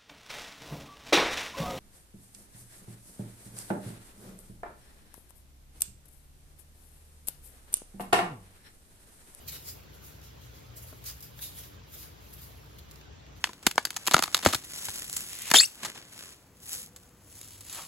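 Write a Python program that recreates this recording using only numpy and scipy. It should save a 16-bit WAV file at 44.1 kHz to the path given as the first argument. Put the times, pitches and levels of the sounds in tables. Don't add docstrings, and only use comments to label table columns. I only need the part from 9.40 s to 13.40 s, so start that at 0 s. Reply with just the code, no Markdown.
import sys
import numpy as np
from scipy import signal
from scipy.fft import rfft, irfft, next_fast_len
from scipy.io import wavfile
from scipy.ndimage import uniform_filter1d, map_coordinates

SR = 44100
rng = np.random.default_rng(int(sys.argv[2]) if len(sys.argv) > 2 else 0)


def to_wav(s):
    ch = np.atleast_2d(s).T
    pcm = np.round(np.clip(ch, -1, 1) * 32767)
    wavfile.write(sys.argv[1], SR, pcm.astype(np.int16))


N = 176400

# full flow t/s, attack over the last 20 dB/s, hold/s, release to -60 dB/s,
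# grains on leaves/dB, grains on dirt/dB, sand/dB, leaf ring f/Hz, leaf ring/dB
SHOWER_CUES = [(.083, .014, .01, .11, -41.5, -66, -40, 4150, -47),
               (.123, .02, .013, .3, -51, -51.5, -42.8, 3800, -51),
               (.154, .015, .006, .16, -48.5, -52, -54, 2900, -52),
               (.288, .06, .008, .21, -46, -54.5, -39.8, 5050, -52),
               (.545, .04, .01, .2, -69, -75, -57, 7000, -74),
               (.645, .05, .025, .5, -59, -65, -52, 6800, -65),
               (.838, .03, .02, .3, -59, -65, -58, 5500, -64),
               (1.02, .04, .03, .4, -63, -67, -61, 4000, -68),
               (1.15, .03, .03, .4, -64, -67, -62, 4000, -69),
               (1.37, .018, .008, .18, -57, -64, -44, 4200, -63),
               (1.428, .025, .008, .14, -62, -68, -47, 6000, -67),
               (1.475, .03, .025, .35, -61, -66, -52, 4500, -66),
               (1.665, .026, .012, .15, -41.5, -53, -38.7, 4450, -50),
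               (1.688, .016, .01, .15, -44, -49.5, -42, 4900, -51),
               (1.829, .012, .012, .2, -53, -65, -47.5, 5000, -57),
               (1.98, .04, .02, .2, -63, -66, -52.5, 4500, -68),
               (2.022, .022, .016, .32, -46, -55, -38.5, 3730, -47),
               (2.182, .06, .016, .22, -54.5, -55, -44, 3300, -56.5),
               (2.237, .03, .012, .24, -56, -59, -51, 3700, -61),
               (2.54, .04, .008, .22, -55, -60, -45.5, 3700, -59),
               (2.585, .04, .045, .32, -54, -59, -48.5, 4800, -59),
               (2.83, .08, .08, .4, -68, -73, -62, 4000, -72),
               (2.932, .009, .005, .1, -57.5, -65, -48, 7000, -63),
               (2.98, .03, .02, .3, -61, -65, -62, 3500, -65),
               (3.02, .02, .02, .33, -60, -66, -49.5, 4500, -64),
               (3.386, .008, .006, .05, -62, -61, -52.5, 7000, -63),
               (3.965, .02, .01, .15, -65, -69, -63, 3500, -68)]
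# t/s, level/dB
TRICKLE_FADER = [(0, -60.5), (.22, -55), (.36, -59), (.48, -69), (.77, -67), (.95, -68.5), (1.2, -64),
                 (1.32, -67.5), (1.56, -62), (1.78, -57), (1.92, -62.5), (2.13, -60), (2.33, -62),
                 (2.41, -76), (2.45, -72), (2.5, -60), (2.76, -68), (2.99, -56), (3.16, -63), (3.37, -65.5),
                 (3.47, -70), (3.57, -59.5), (3.7, -85), (4, -75)]
# f/Hz, level/dB
LEAF_EQ = [(150, -58), (500, -24), (900, -31), (1500, -12.5), (2400, -7), (3700, -4.5), (5000, 2),
           (7000, -0.5), (10000, -6), (15000, -14.5)]
DIRT_EQ = [(150, -11), (450, -4), (850, -8), (1500, -4), (2500, -4.5), (3500, -2.5), (6000, -10)]
SAND_EQ = [(1000, -40), (3000, -57), (5000, -23), (7000, -4), (9000, -0.5), (11500, -.5), (13500, -2.5),
           (15500, -8)]
# f/Hz, level/dB
RUSTLE_EQ = [(60, -34), (200, -0.5), (400, 1), (600, -1.5), (850, -3), (1400, -6), (2200, -8), (3300, -8),
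             (5000, -12.5), (7500, -14.5), (11000, -59), (15500, -58)]
RUMBLE_EQ = [(20, -29), (38, -15), (48, -15), (60, -3.5), (75, -1), (100, -6), (150, -8), (210, -15),
             (400, -38.5), (1000, -51)]
# f/Hz, level/dB
HUM_TONES = [(59.3, -58), (88.3, -61.5), (148.2, -65), (296.8, -75), (444.7, -76)]
# t/s, level/dB
DRONE_FADER = [(0, -69), (.7, -66), (1.05, -58.5), (1.45, -53), (1.8, -59.5), (2.1, -63), (2.5, -67),
               (3.1, -62), (4, -68)]
# t/s, level/dB, f/Hz, decay to -60 dB/s, resonance Q
TWIG_CUES = [(.26, -46, 11000, .02, 1), (.816, -50, 9000, .015, 1), (1.6412, -39.5, 10500, .02, 1),
             (1.8058, -41.5, 9500, .025, 1), (1.8125, -41, 10000, .015, 1), (1.8262, -39, 10000, .015, 1),
             (1.9903, -41.5, 3300, .02, 2.5), (1.991, -43.5, 1600, .025, 4), (2.63, -47, 5300, .04, 1.5),
             (3.386, -52, 3400, .04, 10), (3.39, -50.5, 4150, .05, 16), (3.5119, -39.5, 9000, .012, .8),
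             (3.517, -45.5, 7000, .014, 1), (3.5585, -46.5, 5400, .016, 1.5),
             (3.6125, -44.5, 2900, .022, 3), (3.8646, -51, 1900, .035, 2)]
# f/Hz, level/dB
SCUFF_EQ = [(100, -18), (250, 1), (520, -1), (800, -9), (1200, -11), (2000, -18), (8000, -35)]
# f/Hz, relative level/dB
HEEL_PARTIALS = [(270, 0), (420, -3), (620, -1), (1080, -4), (1330, -9)]
# f/Hz, left-right correlation (clipped to -1..1)
NEAR_IMAGE = [(300, 0.71), (800, -0.28), (1500, 0.47), (3100, 0.57), (5000, -0.12), (6700, -0.16),
              (7600, -0.79), (8600, -1), (9600, -1), (10600, -0.62), (11600, 0.47), (12400, 0.85),
              (13000, 1)]
FAR_IMAGE = [(60, 0.91), (130, 0.56), (250, 0.26), (450, -0.021), (750, -0.44), (1300, -0.049),
             (2200, 0.0024), (3500, 0.32), (6000, 0.24), (7300, -0.87), (11500, -1.06), (13000, .99)]
# f/Hz, left minus right/dB
FAR_PAN = [(60, 1), (150, 2.5), (350, 4), (700, 2), (1300, -2), (4000, 0.5), (9000, -1.5)]


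def amp(db):
    return 10 ** (np.asarray(db) / 20)


def unit(x):
    return x / np.sqrt(np.mean(x ** 2) + 1e-20)


def along(points, hz):
    f, v = np.transpose(points)
    return np.interp(np.log(hz + 1), np.log(f + 1), v)


def fader(points):
    return np.interp(np.arange(N) / SR, *np.transpose(points))


def wobble(per_s):
    knots = rng.standard_normal(int(N * per_s / SR) + 4)
    return map_coordinates(knots, [np.arange(N) * per_s / SR])


def filtered(x, response):
    m = next_fast_len(N + SR // 2)
    return irfft(rfft(x, m) * response(np.fft.rfftfreq(m, 1 / SR)), m)[..., :N]


def coloured(x, eq):
    return unit(filtered(x, lambda hz: amp(along(eq, hz))))


def stereo(pair, image):
    angle = lambda hz: np.arccos(np.clip(along(image, hz), -1, 1)) / 2
    mid, side = filtered(pair, lambda hz: np.array([np.cos(angle(hz)), np.sin(angle(hz))]))
    return np.array([mid + side, mid - side])


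def patchy(x, depth_db=3, size=5):
    spectra = signal.stft(x, nperseg=512)[2]
    patches = uniform_filter1d(rng.standard_normal(spectra.shape[1:]), size, axis=0)
    patches = uniform_filter1d(patches, size * 2, axis=1)
    return unit(signal.istft(spectra * amp(depth_db * unit(patches)), nperseg=512)[1][:, :N])


def impacts(eq, per_s, spread_db):
    hit = rng.random((2, N)) < per_s / SR
    size = amp(spread_db * np.clip(rng.standard_normal((2, N)), -2, 2))
    return coloured(hit * size * rng.choice([-1, 1], (2, N)), eq)


def pouring(leaf_q=13, min_release_s=.06):
    t = np.arange(N) / SR
    grains = lambda eq: impacts(eq, per_s=5000, spread_db=4.5)
    patter = patchy(grains(LEAF_EQ))
    thuds = patchy(grains(DIRT_EQ))
    leaf_hits = grains(LEAF_EQ)
    power, ring = np.zeros((3, N)), np.zeros((2, N))
    for at, attack, hold, release, leaf_db, dirt_db, sand_db, ring_hz, ring_db in SHOWER_CUES:
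        attack_db = -20 * np.maximum(at - t, 0) / attack
        release_db = -60 * np.maximum(t - at - hold, 0) / max(release, min_release_s)
        flow = amp(np.maximum(attack_db + release_db, -200))
        power += np.outer(amp([leaf_db, dirt_db, sand_db]), flow) ** 2
        leaf_tone = unit(signal.lfilter(*signal.iirpeak(ring_hz, leaf_q, SR), leaf_hits))
        ring += flow * amp(ring_db) * leaf_tone
    leaf_gain, dirt_gain, sand_gain = np.sqrt(power)
    hiss = patchy(impacts(SAND_EQ, per_s=14000, spread_db=3.5))
    strays = amp(fader(TRICKLE_FADER)) * patchy(impacts(SAND_EQ, per_s=1700, spread_db=3.5))
    return leaf_gain * patter + dirt_gain * thuds + ring + sand_gain * hiss + strays


def settling(level_db=-75):
    return amp(level_db) * patchy(impacts(LEAF_EQ, per_s=78, spread_db=6.5), depth_db=5)


def trunks(x, send_db=-11, t60_s=.36):
    t = np.arange(SR // 2) / SR
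    tail = rng.standard_normal((2, len(t))) * amp(-60 * t / t60_s)
    return amp(send_db) * signal.fftconvolve(x, tail / np.linalg.norm(tail[0]), axes=1)[:, :N]


def forest(rustle_db=-56, rumble_db=-55):
    rustle = patchy(coloured(rng.standard_normal((2, N)), RUSTLE_EQ), depth_db=1.96, size=3)
    rumble = coloured(rng.standard_normal((2, N)), RUMBLE_EQ)
    return stereo(amp(rustle_db) * rustle + amp(rumble_db) * rumble, FAR_IMAGE)


def machinery(drone_hz=117.5, drift_rad=.39, waver_db=2, flutter_db=2.5):
    t = np.arange(N) / SR
    tone = lambda hz: np.sqrt(2) * np.sin(2 * np.pi * hz * t + drift_rad * wobble(7))
    hum = sum(amp(db + waver_db * wobble(10)) * tone(hz) for hz, db in HUM_TONES)
    drone = amp(fader(DRONE_FADER) + flutter_db * wobble(30)) * tone(drone_hz)
    return hum + drone


def twigs():
    out, t = np.zeros((2, N + SR)), np.arange(SR // 8) / SR
    for at, db, hz, t60, q in TWIG_CUES:
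        crack = unit(signal.lfilter(*signal.iirpeak(hz, q, SR), rng.standard_normal((2, len(t)))))
        start = round(at * SR)
        out[:, start:start + len(t)] += crack * amp(db - 60 * t / t60)
    return out[:, :N]


def boot(at_s=1.524, scuff_db=-52.5, scuff_t60_s=.09, heel_db=-44.5, heel_t60_s=.036):
    age = np.arange(N) / SR - at_s
    scuff_gain = (age > 0) * amp(scuff_db - 60 * np.abs(age) / scuff_t60_s)
    scuff = scuff_gain * coloured(rng.standard_normal((2, N)), SCUFF_EQ)
    heel_age = np.maximum(age - .0045, 0)
    knock = sum(amp(db) * np.sin(2 * np.pi * hz * heel_age) for hz, db in HEEL_PARTIALS)
    return stereo(scuff, NEAR_IMAGE) + amp(heel_db - 60 * heel_age / heel_t60_s) * knock


def scene():
    near = pouring() + twigs() + settling()
    pan = lambda hz: amp(np.outer([.5, -.5], along(FAR_PAN, hz)))
    far = filtered(forest() + machinery(), pan)
    return stereo(near + trunks(near), NEAR_IMAGE) + boot() + far


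def record(dry, top_hz=15900):
    return filtered(dry, lambda hz: hz < top_hz)


dry = scene()
out = record(dry)
to_wav(out)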